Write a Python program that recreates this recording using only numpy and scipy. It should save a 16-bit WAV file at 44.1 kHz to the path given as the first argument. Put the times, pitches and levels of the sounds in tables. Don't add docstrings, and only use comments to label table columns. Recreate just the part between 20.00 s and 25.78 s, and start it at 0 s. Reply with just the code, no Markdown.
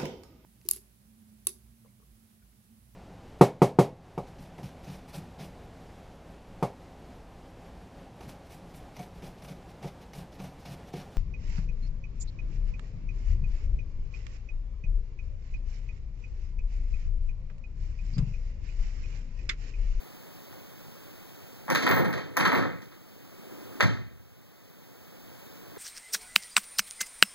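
import sys
import numpy as np
from scipy import signal
from scipy.fft import irfft
from scipy.io import wavfile
from scipy.ndimage import uniform_filter1d

SR = 44100
rng = np.random.default_rng(int(sys.argv[2]) if len(sys.argv) > 2 else 0)


def store_pcm(level_fs):
    pcm = np.round(np.clip(level_fs, -1, 1) * 32767).astype(np.int16)
    wavfile.write(sys.argv[1], SR, np.atleast_2d(pcm).T)


N = 254898

# [start_s, knock_db, hardness_db_per_octave,
# squareness_0_to_1, thump_db, click_db]
DOOR_CONTACTS = [(0.527, -54.5, 0, 0.96, -48.5, -66), (1.681, -35.5, -4.5, 0.12, -32, -64),
                 (1.701, -27.5, -2, 0.29, -22.5, -39.5), (1.719, -34.5, 4, .3, -32, -44),
                 (1.749, -22.5, 3.5, 0.21, -47, -37), (1.776, -37, 5, 0.84, -37, -44),
                 (1.823, -29, 7, 0.37, -22, -47), (1.866, -20, 0, 0.13, -26, -42.5),
                 (1.891, -22, -1.5, 0.2, -15.5, -41), (1.912, -18.5, 0.5, 0.29, -14.5, -46),
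                 (1.964, -21, -4, .2, -14, -45), (1.987, -25, -1.5, .2, -13.5, -52),
                 (2.016, -28.5, -1.5, 0.5, -34, -60), (2.046, -26.5, -1, 0, -22.5, -45),
                 (2.083, -34.5, -7, 0.29, -34, -58), (2.128, -28.5, 3, .1, -23.5, -48),
                 (2.177, -34, 3.5, 0.21, -34, -57), (2.25, -51, 0, 0.3, -37.5, -70),
                 (2.3687, -18.5, -2.5, 0.78, -24.5, -29), (2.399, -20, .5, 0.09, -17.5, -46),
                 (2.452, -16, -0.5, .3, -18.5, -39.5), (2.474, -25, 1.5, 0.52, -21, -39.5),
                 (2.519, -18, -3.5, .1, -17.5, -47), (2.549, -20.5, -1.3, 0.27, -17, -46),
                 (2.577, -30, 2, 0.33, -21.5, -45.5), (2.626, -29.5, -2, 0.06, -21.5, -66),
                 (2.82, -51, 8.5, .5, -65, -59), (2.917, -51.5, 5.5, 0.54, -58, -71),
                 (3.8067, -17.5, 1.5, 0.88, -34, -50), (3.825, -21.5, 2.5, 0.12, -32, -42),
                 (3.867, -29, 6, 0.51, -25, -62), (5.761, -55, 2, .3, -40, -70)]
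# [start_s, thump_db, depth_db]
BANG = (3.824, -11.5, 5.8)
# [start_s, length_s, jingle_db]
HANDLE_CHATTER = [(1.883, .06, -34.5), (1.947, .05, -32), (2.08, .025, -42), (2.528, .04, -39.5)]
# [up_to_speed_s, stop_s, level_db]
DOOR_SLIDES = [(2.36, 2.37, -39), (3.51, 3.803, -45), (5.736, 5.78, -50)]

# [pitch_hz, level_db]
KNOCK_COLOUR = [(100, -44), (250, -19), (480, -1), (700, -3.5), (1000, -3), (1300, -0.5), (1900, 2),
                (2400, -5), (3000, -14), (4300, -11.5), (5200, -22), (6500, -24), (8200, -39.5),
                (16000, -36.5)]
# [pitch_hz, width_hz, lift_db]
PANEL_RESONANCES = [(103.9, 5.9, 8), (177, 42, 5), (269.5, 8, 5.5), (379.5, 6, 3.5), (508, 44, 4.5),
                    (888, 67, 4.5), (947, 18, 3.5), (1051, 38, 5.5), (1140, 15, 6), (1291, 63, 7),
                    (1347, 16, 0.5), (1600, 30, 3.5), (1654, 43, 0.5), (1830, 23, 6.5), (2118, 16, 7.5),
                    (3160, 91, 8.5), (3540, 89, 5.5), (4380, 21, 4.5)]
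# [pitch_hz, level_db]
THUMP_COLOUR = [(25, -30), (55, -14), (76, -16.5), (108, -5), (170, -2), (300, -0.5), (480, -7.5),
                (700, -13), (1400, -28.5), (4000, -63)]
# [pitch_hz, share_of_depth]
DEEP_THUMP_COLOUR = [(55, -0.68), (105, 1), (200, -0.7), (500, -1.1)]
# [pitch_hz, level_db, time_to_fall_60_db_s]
LOW_MODES = [(64.6, -11, 0.98), (81, -13, .9), (97, -6, .8), (110.2, 1, 0.68), (121.3, -5, 0.59),
             (145, -17, 0.58), (197.5, -9, 0.55), (241, -6, 0.57)]
# [pitch_hz, level_db]
CLICK_COLOUR = [(1000, -11), (3000, -4), (6000, 13), (8200, -7.5), (10000, 0.5), (13000, 0), (16000, -20)]
# [pitch_hz, level_db]
JINGLE_COLOUR = [(9000, -59), (13500, -48), (14500, 9), (15000, 6), (15800, -9)]
# [pitch_hz,
# width_hz, lift_db]
LATCH_RESONANCES = [(9580, 1100, 8.5), (11620, 150, 12), (13000, 190, 11), (14600, 200, 4), (15500, 240, 3)]
# [pitch_hz, level_db]
RUB_COLOUR = [(40, -47), (110, -15.5), (250, -4.5), (360, -1), (480, -7.5), (700, -19), (1250, -21.5),
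              (2500, -28.5), (8000, -42)]
# [pitch_hz, time_to_fall_60_db_s]
ROOM_DECAY = [(60, 1), (120, 0.48), (240, 0.35), (400, 0.5), (1000, 0.4), (2000, 0.51), (4000, 0.45),
              (7500, 0.42), (11000, 0.29), (16000, 0.22)]
# [pitch_hz, level_db]
AIR_COLOUR = [(25.0, -5), (50.0, -22), (100.0, 0.5), (160.0, 0), (330.0, -3), (500.0, -6), (800.0, -12.0),
              (1600.0, -15.5), (3000.0, -19.0), (6000.0, -23.0), (9000.0, -28.5), (11500.0, -27),
              (14000.0, -18.5), (15500.0, -18.5)]

EDGE_GAPS_S = [0.010, 0.003]
EDGE_CRACKS_DB = [1.5, 2]
SECOND_EDGE_DB = [1.5, -4.5]
BRUSH_LEAD_S, BRUSH_DB, BRUSH_HARDNESS_DB_PER_OCTAVE = 0.006, -19, -4.5
HOLLOW_DB, HOLLOW_PER_HARDNESS, HOLLOW_PER_DB, USUAL_KNOCK_DB = 2.5, -1.05, -0.24, -23
ORDINARY_DEPTH_DB = 0
BOOM_DB, BOOM_LAG_S = -17.5, 0.01175
BOLT_JINGLE_DB = -4
CHATTER_PER_S, CHATTER_JITTER_S = 67, 0.0013
CHATTER_SPREAD_DB, CHATTER_CLICK_DB = 1, -14
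SLIDE_RISE_DB_PER_S, SLIDE_STOP_DB_PER_S = 38, 600
AIR_DB = -47
CEILING = 0.5
WIDEN_SAMPLES = 16
TOP_HZ = 15850
FILTER_TAPS = 4096
HZ = np.fft.rfftfreq(FILTER_TAPS, 1 / SR)


def door():
    out = np.zeros(N)
    common = reflections()
    wood = read(KNOCK_COLOUR, HZ) + lifts(PANEL_RESONANCES)
    treble_octaves = np.log2(np.clip(HZ, 1600, 6000) / 1600)
    hollow = lifts([(640, 1030, 1)])
    for s, knock_db, hardness, hollow_db, crack_db in knocks():
        tail = reflections() + 0.38 * common
        direct = 0.25 * gain_of(0.5 * crack_db)
        path = room_path(tail, direct, crack_db, crack_s=0.005)
        curve_db = wood + hardness * treble_octaves + hollow_db * hollow
        add(out, s, at_level(colour(path, curve_db), knock_db, over_s=0.03))
    return out


def knocks():
    for s, db, hardness, square, _, _ in DOOR_CONTACTS:
        gap_s = np.interp(square, [0, 1], EDGE_GAPS_S)
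        crack_db = np.interp(square, [0, 1], EDGE_CRACKS_DB)
        second_db = np.interp(square, [0, 1], SECOND_EDGE_DB)
        hollow_db = HOLLOW_DB + HOLLOW_PER_HARDNESS * hardness
        hollow_db += HOLLOW_PER_DB * (db - USUAL_KNOCK_DB)
        brush_db = db + BRUSH_DB
        yield s - BRUSH_LEAD_S, brush_db, BRUSH_HARDNESS_DB_PER_OCTAVE, hollow_db, EDGE_CRACKS_DB[0]
        yield s, db, hardness, hollow_db, crack_db
        yield s + gap_s, db + second_db, hardness, hollow_db, crack_db


def slab():
    out = np.zeros(N)
    t = np.arange(SR) / SR
    body = read(THUMP_COLOUR, HZ) + lifts(PANEL_RESONANCES)
    deepening = read(DEEP_THUMP_COLOUR, HZ)
    for s, thump_db, depth in thumps():
        path = room_path(reflections(), direct=0.042, crack_db=-2.5, crack_s=0.018)
        swell = 1 - np.exp(-t / 0.017)
        thump = colour(path, body + depth * deepening) * swell
        add(out, s, at_level(thump, thump_db, over_s=0.038))
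    add(out, BANG[0] + BOOM_LAG_S, at_level(boom(t), BOOM_DB, over_s=0.074))
    return out


def thumps():
    ordinary = [(s, thump_db, ORDINARY_DEPTH_DB) for s, _, _, _, thump_db, _ in DOOR_CONTACTS]
    return ordinary + [BANG]


def boom(t):
    tones = sum(gain_of(db - 60 * t / t60) * np.sin(2 * np.pi * hz * t) for hz, db, t60 in LOW_MODES)
    return tones * (1 - np.exp(-t / 0.0099))


def latch():
    out = np.zeros(N)
    spring = lifts(LATCH_RESONANCES)
    steel = read(CLICK_COLOUR, HZ)
    jingle = read(JINGLE_COLOUR, HZ) + spring
    for s, click_db, jingle_db in latch_hits():
        ringing = rng.uniform(0.5, 1.8)
        snap_db = np.clip(1.0 + 0.44 * (click_db + 37), 0, 14)
        path = room_path(reflections(), direct=0.35, crack_db=snap_db, crack_s=0.006)
        add(out, s, at_level(colour(path, steel + ringing * spring), click_db, over_s=0.03))
        add(out, s, at_level(colour(path, jingle), jingle_db, over_s=0.015))
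    return out


def latch_hits():
    for s, *_, click_db in DOOR_CONTACTS:
        yield s, click_db, click_db + BOLT_JINGLE_DB
    for start, length, db in HANDLE_CHATTER:
        for s in np.arange(start, start + length, 1 / CHATTER_PER_S):
            late, strong = rng.standard_normal(2)
            jingle_db = db + CHATTER_SPREAD_DB * strong
            yield s + CHATTER_JITTER_S * late, jingle_db + CHATTER_CLICK_DB, jingle_db


def easing():
    grip = evened(uniform_filter1d(rng.standard_normal(N), size=900))
    friction = rng.standard_normal(N) * gain_of(1.2 * grip)
    t = np.arange(N) / SR
    level = np.zeros(N)
    for full, stop, db in DOOR_SLIDES:
        rise_db = SLIDE_RISE_DB_PER_S * np.maximum(full - t, 0)
        stop_db = SLIDE_STOP_DB_PER_S * np.maximum(t - stop, 0)
        level += gain_of(db - rise_db - stop_db)
    rub_db = read(RUB_COLOUR, HZ) + 0.28 * lifts(PANEL_RESONANCES)
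    return level * evened(colour(friction, rub_db))


def air():
    wander = evened(uniform_filter1d(rng.standard_normal(N), size=7000))
    tone = evened(colour(rng.standard_normal(N), read(AIR_COLOUR, HZ)))
    low = signal.sosfilt(signal.butter(1, 700, fs=SR, output="sos"), tone)
    return gain_of(AIR_DB) * (tone + low * (gain_of(0.11 * wander) - 1))


def reflections():
    hz, frame_s, bands = signal.stft(rng.standard_normal(SR), SR, nperseg=256)
    decay = gain_of(-60 * frame_s / read(ROOM_DECAY, hz)[:, None])
    return signal.istft(bands * decay, SR, nperseg=256)[1][:SR]


def room_path(tail, direct, crack_db, crack_s):
    path = tail * (1 + gain_of(crack_db) * np.exp(-np.arange(SR) / SR / crack_s))
    path[0] += direct * np.linalg.norm(path)
    return path


def lifts(modes):
    return sum(db / (1 + (2 * (HZ - hz) / width) ** 2) for hz, width, db in modes)


def colour(x, curve_db):
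    mirrored_db = np.r_[curve_db, curve_db[-2:0:-1]]
    log_gain = np.log(gain_of(mirrored_db))
    response = np.exp(np.conj(signal.hilbert(log_gain)))[:len(HZ)]
    return signal.oaconvolve(x, irfft(response))[:len(x)]


def gain_of(db):
    return 10 ** (np.asarray(db) / 20)


def evened(x):
    return x / np.sqrt(np.mean(x ** 2) + 1e-20)


def at_level(x, db, over_s):
    return x * gain_of(db) * np.sqrt(over_s * SR / np.sum(x ** 2))


def read(points, hz):
    f, value = np.transpose(points)
    return np.interp(np.log(hz + 1), np.log(f + 1), value)


def add(mix, s, sound):
    part = mix[max(round(s * SR), 0):][:len(sound)]
    part += sound[:len(part)]


def scene():
    sound = door() + slab() + latch() + easing() + air()
    return np.array([sound, sound])


def gain_control(x, threshold_db, slope, recover_db_per_s, attack_s):
    r = np.exp(-1 / (attack_s * SR))
    power = signal.lfilter([1 - r], [1, -r], x ** 2)
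    power_db = 10 * np.log10(power + 1e-12)
    wanted_cut_db = slope * np.maximum(power_db - threshold_db, 0)
    recovery_db = np.arange(N) / SR * recover_db_per_s
    cut_db = np.maximum.accumulate(wanted_cut_db + recovery_db) - recovery_db
    return x * gain_of(-signal.lfilter([1 - r], [1, -r], cut_db))


def record(dry):
    left = gain_control(dry.mean(0), threshold_db=-24.0, slope=0.69, recover_db_per_s=7.5, attack_s=0.0058)
    left = left / (1 + (left / CEILING) ** 4) ** (1 / 4)
    late = np.r_[np.zeros(WIDEN_SAMPLES), left[:-WIDEN_SAMPLES]]
    right = -gain_of(0.2) * late
    low_pass = signal.firwin(511, TOP_HZ, window=("kaiser", 9), fs=SR)
    return signal.oaconvolve(np.array([left, right]), low_pass[None], "same")


dry = scene()
out = record(dry)
store_pcm(out)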